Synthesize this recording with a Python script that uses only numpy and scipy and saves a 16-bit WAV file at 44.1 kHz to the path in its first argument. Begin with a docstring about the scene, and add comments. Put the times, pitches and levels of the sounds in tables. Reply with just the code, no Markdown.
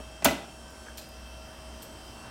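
"""A small room, where a large office printer runs a step or two from a hand-held phone.
Fans and rollers hiss as shaped noise; a low hum wavers; motors and gears whine as steady sines.
A latch clacks hard into the plastic cabinet: noise bursts and pushes excite decaying modes.
Small parts tick, knock and ping as a sheet feeds out: short bursts through narrow resonances."""
import sys
import numpy as np
from scipy import signal
from scipy.fft import rfft, irfft
from scipy.io import wavfile
from scipy.ndimage import uniform_filter1d

SR = 44100
rng = np.random.default_rng(int(sys.argv[2]) if len(sys.argv) > 2 else 0)


def makeup_ratio(level_db):
    """Linear amplitude ratio for a level in decibels (20 dB per factor of ten)."""
    decades = np.asarray(level_db, float) / 20
    return 10 ** decades


def wav_record(signal):
    """Record a signal, one row per channel, as 16-bit PCM in the file named by sys.argv[1]."""
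    frames = np.transpose(np.atleast_2d(signal))
    bounded = np.clip(frames, -1, 1)
    # unit amplitude maps onto the largest positive 16-bit level
    quanta = np.round(bounded * 32767).astype(np.int16)
    wavfile.write(sys.argv[1], SR, quanta)


N = 101430  # samples, 2.3 s

# Spectral shape of the fan and roller noise. Each row: frequency in Hz, relative density in dB per Hz.
AIR_SPECTRUM = [(15, -40), (25, -6), (70, -4), (114, -2.5), (229, -11), (476, -13), (641, -7), (818, -9),
                (1560, -14), (2480, -22.5), (2690, -19.5), (3820, -23), (7510, -27), (8360, -26.5),
                (16000, -36)]
# Broad cabinet resonances in the steady noise. Each row: centre in Hz, width in Hz, rms level in dB.
CABINET_HUMPS = [(218, 49, -63.5), (570, 96, -67.5), (3150, 100, -64), (5464, 360, -63.5), (8300, 250, -67)]
# Course of the low-mid rumble. Each row: time in seconds, relative level in dB.
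RUMBLE_COURSE = [(0.45, -55), (0.572, -53.5), (1.356, -58.5), (2.0, -47.5), (2.01, -54), (2.3, -53.5)]
# Course of the wavering hum. Each row: time in seconds, pitch in Hz, rms level in dB.
HUM_COURSE = [(0.0, 60.6, -43), (0.12, 59.8, -50.5), (0.22, 59.7, -51), (0.27, 63, -42.5),
              (0.44, 62.2, -55.5), (0.66, 64.7, -49), (0.75, 64.0, -60), (0.81, 63, -48), (0.86, 63, -63),
              (0.91, 63.8, -45.5), (1.03, 63.7, -56.5), (1.23, 62, -45), (1.45, 62.8, -49),
              (1.5, 63.5, -55.5), (1.69, 63.4, -45), (1.77, 63.2, -45.5), (1.86, 62.2, -61),
              (1.94, 61, -51), (2.18, 61.5, -53), (2.2, 62.4, -57), (2.26, 63.6, -55), (2.3, 62, -55)]
# Multiples of the mirror motor's base pitch. Each row: multiple, mean level in dB before the phone has
# moved round to the outlet, mean level in dB after.
WHINE_MULTIPLES = [(11, -72, -65.5), (13, -70, -70), (14, -74, -73), (15, -72, -83), (16, -74, -84),
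                   (18, -71, -72), (19, -73, -72), (21, -76, -74), (23, -74, -79), (24, -76, -80)]
# Gear and fan lines. Each row: frequency in Hz, mean level in dB before the move, mean level in dB after.
GEAR_LINES = [(232.4, -60.5, -61), (317.7, -67, -64.5), (556, -67, -67), (757, -70, -68), (926, -80, -68),
              (1368, -76, -68), (1540, -65.5, -70), (2665, -72, -69), (2700, -69, -71), (2725, -72, -69),
              (3190, -68, -73), (5450, -73, -75), (5550, -72, -76), (5620, -69, -76), (7190, -74, -78),
              (7940, -73, -76), (8630, -73, -76)]
# Six strong lines. Each entry: frequency in Hz.
STRONG_LINES_HZ = [636, 2634, 3084, 3160, 4481, 5377]
# Strong lines as the phone drifts through the room. Each row: time in seconds, mean level in dB of each line.
STRONG_COURSE = [(0, -56, -63, -70, -69, -72, -69), (.2, -55, -63, -70, -68, -74, -67),
                 (.55, -60, -67, -68, -63, -69, -70), (.7, -59, -68, -71, -66, -73, -68),
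                 (.8, -58, -69, -69, -68, -63, -61), (.93, -58, -73, -70, -68, -72, -67),
                 (1.15, -57, -68, -72, -72, -72, -70), (1.3, -56, -60, -68, -60, -70, -70),
                 (1.5, -56, -64, -67, -65, -74, -71), (1.7, -56, -67, -63, -62, -76, -70),
                 (1.9, -56, -70, -66, -65, -69, -73), (2.08, -61, -70, -57, -69, -71, -69),
                 (2.2, -61, -65, -68, -72, -62, -71), (2.3, -60, -65, -65, -72, -68, -72)]
# Light ticks of small parts. Each row: start in seconds, relative level in dB, decay constant in seconds,
# share of the low resonances from 0 to 1.
TICKS = [(.703, -59, .003, .05), (0.973, -48, 0.0064, 0.38), (0.978, -50.5, 0.0043, 0.94),
         (0.981, -43.5, 0.0047, 0.44), (0.989, -48.5, 0.01, 0.47), (1.012, -58.5, 0.024, 0.7),
         (1.822, -47, 0.0027, 0.14), (1.827, -48, .008, 0.07), (1.84, -57, .008, 0.14),
         (1.849, -60, .01, 0.15), (1.864, -62, 0.0049, 0.22), (2.05, -67, 0.0028, .05)]
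# High and low resonances of the small parts. Each row: centre in Hz, width in Hz, relative level in dB.
TICK_HIGH_MODES = [(12350, 320, 4.5), (13300, 1010, -9), (8590, 800, -2.5), (12000, 20000, -10)]
TICK_LOW_MODES = [(4260, 580, 6), (2500, 400, -1), (3350, 700, -2.5), (5550, 920, -1.5), (6920, 400, 0)]
# Dull knocks in the paper path. Each row: start in seconds, relative level in dB, centre in Hz.
KNOCKS = [(.001, -30, 243), (.008, -38, 540), (0.8645, -44, 1250), (0.868, -43, 1600), (0.870, -43, 480),
          (0.8835, -43, 600), (0.8835, -40, 1620)]
# One tiny metal part ringing alone. Each row: start in seconds, relative level in dB.
PINGS = [(1.02, -66), (1.041, -63), (1.089, -54)]
# Blows of the latch. Each row: start in seconds, relative snap level in dB, relative cabinet level in dB.
BLOWS = [(0.2222, -62, -30), (0.245, -16.5, -25), (0.2471, -19, -19.5), (0.2496, -28, -29),
         (0.2541, -30, -9.5), (0.2583, -42, -18), (0.261, -37, -23), (0.272, -52, -23), (0.283, -48, -21),
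         (.289, -48, -28.5), (0.309, -51, -24.5)]
# Modes of the latch metal, all equally short. Each row: frequency in Hz, relative level in dB.
LATCH_MODES = [(7410, 4), (4380, -4), (8750, -1), (9580, 0.5), (11800, -5), (13100, -3), (14600, 3)]
# Modes of the cabinet, the high ones dying sooner. Each row: frequency in Hz, relative level in dB.
CABINET_MODES = [(170, -1), (238, -6), (280, -7), (350, -8), (420, -6), (585, -1), (702, -2), (740, -5),
                 (785, 7), (952, -3), (1180, -3), (1290, -4), (1470, -6), (1800, -2), (2050, -5),
                 (2205, -5), (2600, -11), (3200, -9.5), (3510, -12), (4500, -10)]
# Reverberation of the room. Each row: frequency in Hz, time to fall by 60 dB in seconds.
ROOM_T60 = [(80, 0.19), (300, 0.56), (1000, 0.42), (3000, 0.46), (8000, 0.39), (15000, 0.19)]

AIR_DB, AIR_SWELL_DB, AIR_FLICKER_DB = -50, 2.55, 1.5  # rms level; spread shared by all bands, spread of each
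WHINE_HZ, LINE_DRIFT = 448.1, .0004  # base pitch; relative spread of pitch
LINE_WANDER_DB, LINE_FLUTTER_DB = 1.8, 3.4  # slow and fast spread in level, before the share of each line
STEADY_BELOW_HZ, STRONG_UNREST = 1460, .6  # lines below are steadier; share of unrest in the strong lines
MOVE_S, MOVE_LENGTH_S = 0.94, 0.27  # middle and length of the phone's move
KNOCK_WIDTH_HZ, KNOCK_S = 420, .0013
PING_HZ, PING_WIDTH_HZ, PING_S = 12650, 230, 0.0026
SNAP_S, THUD_S, RISE_S = .0022, 0.0063, 0.00018  # time constants: fall of snap and thud, rise of all bursts
SNAP_HISS_DB, THUD_HISS_DB = 4.5, 4.5  # gains of the bursts heard directly
PUSH_DB, PUSH_S = 14, 0.000087  # gain and time constant of the push on the cabinet
LATCH_T60_S, CABINET_T60_S, CABINET_CYCLES = .012, .08, 30  # cabinet t60: the shorter of .08 s and 30 cycles
BOOM_S, BOOM_HZ, BOOM_DB, BOOM_RISE_S = .258, 75, -32.5, 0.011  # dB of the envelope's peak
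HIT_LOW_HZ = 165
ROOM_DB, ROOM_GAP_S = -8, 0.0013  # tail gain; ramp at the start of the tail
MIC_LOW_HZ, MIC_TOP_HZ = 20, 16000


def level(x, db):
    """Normalization: the signal is scaled to a given rms level."""
    return x * makeup_ratio(db) / np.sqrt(np.mean(x ** 2))


def curve(rows, axis=1):
    """Linear interpolation in time of one table column."""
    rows = np.array(rows)
    return np.interp(np.arange(N) / SR, rows[:, 0], rows[:, axis])


def on_log(rows, hz):
    """Linear interpolation of a table over log frequency."""
    rows = np.array(rows, float)
    return np.interp(np.log(hz), np.log(rows[:, 0]), rows[:, 1])


def band(x, hz, width):
    """Simple resonator: a two-pole band-pass of unit gain at its centre."""
    return signal.lfilter(*signal.iirpeak(min(hz, .45 * SR), hz / width, fs=SR), x)


def walk(rate):
    """Slow random modulation: values held for 1 / rate seconds and smoothed twice, spread near 1."""
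    hold = int(SR / rate)
    steps = np.repeat(rng.standard_normal(N // hold + 1), hold)
    return 1.143 * uniform_filter1d(uniform_filter1d(steps, hold), hold)[:N]


def ring(x, modes):
    """Modal superposition: x excites decaying modes, neighbours in opposite phase."""
    out = 0
    for k, (hz, db, t60) in enumerate(modes):
        radius = np.exp(-np.log(1000) / (t60 * SR))
        angle = 2 * np.pi * hz / SR
        numerator = [0, radius * np.sin(angle)]
        denominator = [1, -2 * radius * np.cos(angle), radius ** 2]
        out = out + (-1) ** k * makeup_ratio(db) * signal.lfilter(numerator, denominator, x + 1e-18)
    return out


def bursts(times, dbs, fall_s):
    """Impact noise: random pressure under a quick rise and an exponential fall."""
    envelope = np.full(N, 1e-18)
    np.add.at(envelope, (np.asarray(times) * SR).astype(int), makeup_ratio(dbs))
    for constant_s in (fall_s, RISE_S):
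        envelope = signal.lfilter([1], [1, -np.exp(-1 / (constant_s * SR))], envelope)
    return envelope / (RISE_S * SR) * rng.standard_normal(N)


def air():
    """Broadband flow noise: half-octave bands swell together and flicker alone, plus humps and rumble."""
    f = np.fft.rfftfreq(N, 1 / SR)
    spectrum = rfft(rng.standard_normal(N)) * makeup_ratio(on_log(AIR_SPECTRUM, f + 1))
    swell = walk(0.5)
    hiss = 0
    for octave in np.arange(4, 14.5, .5):  # band centre as a power of two in Hz
        share = np.clip(1 - np.abs(np.log2(f + 1) - octave) / .5, 0, 1)
        gain_db = AIR_SWELL_DB * swell + AIR_FLICKER_DB * walk(13.87)
        hiss = hiss + irfft(spectrum * share, N) * makeup_ratio(gain_db)
    humps = sum(level(band(rng.standard_normal(N), hz, width), db) for hz, width, db in CABINET_HUMPS)
    low_mid = band(band(rng.standard_normal(N), 262, 300), 262, 300)
    rumble = level(low_mid, -4.5) * makeup_ratio(curve(RUMBLE_COURSE))
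    return level(hiss, AIR_DB) + humps + rumble


def tone(hz, before_db, after_db, share=1):
    """Pure tone whose level shifts as the phone moves; high lines wander and flutter more."""
    moved = np.clip((np.arange(N) / SR - MOVE_S) / MOVE_LENGTH_S + .5, 0, 1)
    phase = 2 * np.pi * (np.cumsum(hz * np.ones(N)) / SR + rng.random())
    depth = share * min(np.mean(hz) / STEADY_BELOW_HZ, 1) ** .5
    unrest_db = depth * (LINE_WANDER_DB * walk(3.3) + LINE_FLUTTER_DB * walk(17))
    return np.sqrt(2) * np.sin(phase) * makeup_ratio(before_db + (after_db - before_db) * moved + unrest_db)


def drifting(hz, rate=3.55):
    """Frequency drift: a nominal pitch varies slowly and randomly."""
    return hz * (1 + LINE_DRIFT * walk(rate))


def motors():
    """Rotating machinery: hum, whine multiples of one shaft speed, separate gear lines and strong lines."""
    hum_phase = 2 * np.pi * np.cumsum(curve(HUM_COURSE)) / SR
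    hum = np.sqrt(2) * np.sin(hum_phase) * makeup_ratio(curve(HUM_COURSE, axis=2))
    shaft = drifting(WHINE_HZ, 1.97)
    whine = sum(tone(multiple * shaft, before, after) for multiple, before, after in WHINE_MULTIPLES)
    gears = sum(tone(drifting(hz), before, after) for hz, before, after in GEAR_LINES)
    strong = sum(tone(drifting(hz), 0, 0, STRONG_UNREST) * makeup_ratio(curve(STRONG_COURSE, axis=k + 1))
                 for k, hz in enumerate(STRONG_LINES_HZ))
    return hum + whine + gears + strong


def ticks():
    """Impact on small parts: each burst is shared between high and low resonances."""
    high, low = 0, 0
    for start, db, fall_s, low_share in TICKS:
        shake = bursts([start], [db], fall_s)
        low_share = np.clip(low_share, 0, 1)
        high = high + shake * (1 - low_share)
        low = low + shake * low_share
    bright = sum(makeup_ratio(db + 12.5) * band(high, hz, width) for hz, width, db in TICK_HIGH_MODES)
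    dark = sum(makeup_ratio(db + 14) * band(low, hz, width) for hz, width, db in TICK_LOW_MODES)
    return bright + dark


def knocks():
    """Damped resonance: short bursts pass two resonators in cascade, the second twice as wide."""
    out = 0
    for start, db, hz in KNOCKS:
        narrow = band(bursts([start], [db + 20.5], KNOCK_S), hz, KNOCK_WIDTH_HZ)
        out = out + band(narrow, hz, 2 * KNOCK_WIDTH_HZ)
    return out


def pings():
    """Selective resonance: short bursts make a tiny metal part ring on one high note."""
    start, db = np.array(PINGS).T
    narrow = band(bursts(start, db, PING_S), PING_HZ, PING_WIDTH_HZ)
    return makeup_ratio(21) * band(narrow, PING_HZ, 4 * PING_WIDTH_HZ)


def boom():
    """Whole-body oscillation: the cabinet booms once after the clack, swelling and dying away."""
    t = np.clip(np.arange(N) / SR - BOOM_S, 0, None)
    envelope = t / BOOM_RISE_S * np.exp(1 - t / BOOM_RISE_S)
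    return makeup_ratio(BOOM_DB) * envelope * np.sin(2 * np.pi * BOOM_HZ * t)


def latch():
    """Impact excitation: each blow snaps the metal and pushes the cabinet; returns metal ring and crash."""
    start, snap_db, body_db = np.array(BLOWS).T
    snap = bursts(start, snap_db, SNAP_S)
    thud = bursts(start, body_db, THUD_S)
    push = np.full(N, 1e-18)
    push[(start * SR).astype(int)] = makeup_ratio(body_db + PUSH_DB)
    fade = np.exp(-1 / (PUSH_S * SR))
    push = signal.lfilter([1 - fade], [1, -fade], push)

    metal = ring(snap, [(hz, db, LATCH_T60_S) for hz, db in LATCH_MODES])
    box_modes = [(hz, db, min(CABINET_T60_S, CABINET_CYCLES / hz)) for hz, db in CABINET_MODES]
    box = ring(push + makeup_ratio(-8.5) * thud, box_modes)
    snap_hiss = makeup_ratio(SNAP_HISS_DB) * band(snap, 13000, 10700)
    thud_hiss = makeup_ratio(THUD_HISS_DB) * band(band(thud, 1050, 2000), 1000, 4600)
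    return makeup_ratio(-19.5) * band(metal, 11400, 14700), snap_hiss + makeup_ratio(-24.5) * box + thud_hiss


def room(x):
    """Diffuse reverberation: convolution with noise whose bands decay at their own rates."""
    t = np.arange(SR // 2) / SR
    tail = 0
    for hz in 60 * 2 ** np.arange(0, 8.1, .5):
        noise = band(band(rng.standard_normal(len(t)), hz, hz / 2), hz, hz / 2)
        tail = tail + np.sqrt(1 / 2) * noise * makeup_ratio(-60 * t / on_log(ROOM_T60, hz))
    tail = tail * np.clip(t / ROOM_GAP_S, 0, 1)
    return signal.fftconvolve(x, tail / np.sqrt(np.sum(tail ** 2)))[:N]


def scene():
    """Direct and reverberant field: steady machine and impacts; metal ring and boom have no room tail."""
    metal, crash = latch()
    high_pass = signal.butter(3, HIT_LOW_HZ, "high", fs=SR, output="sos")
    hits = signal.sosfilt(high_pass, crash + ticks() + knocks() + pings())
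    return (air() + motors() + metal + boom() + hits + makeup_ratio(ROOM_DB) * room(hits))[None]


def top_cut(x):
    """Nothing passes above the cut-off."""
    return signal.sosfilt(signal.butter(12, 17100, fs=SR, output="sos"), x)


def record(dry):
    """Band limitation: the phone cuts the deepest bass and the top."""
    low_pass = signal.ellip(10, .2, 70, MIC_TOP_HZ, fs=SR, output="sos")
    high_pass = signal.butter(1, MIC_LOW_HZ, "high", fs=SR, output="sos")
    mix = signal.sosfilt(high_pass, signal.sosfilt(low_pass, dry))
    return top_cut(mix)


dry = scene()
out = record(dry)
wav_record(out)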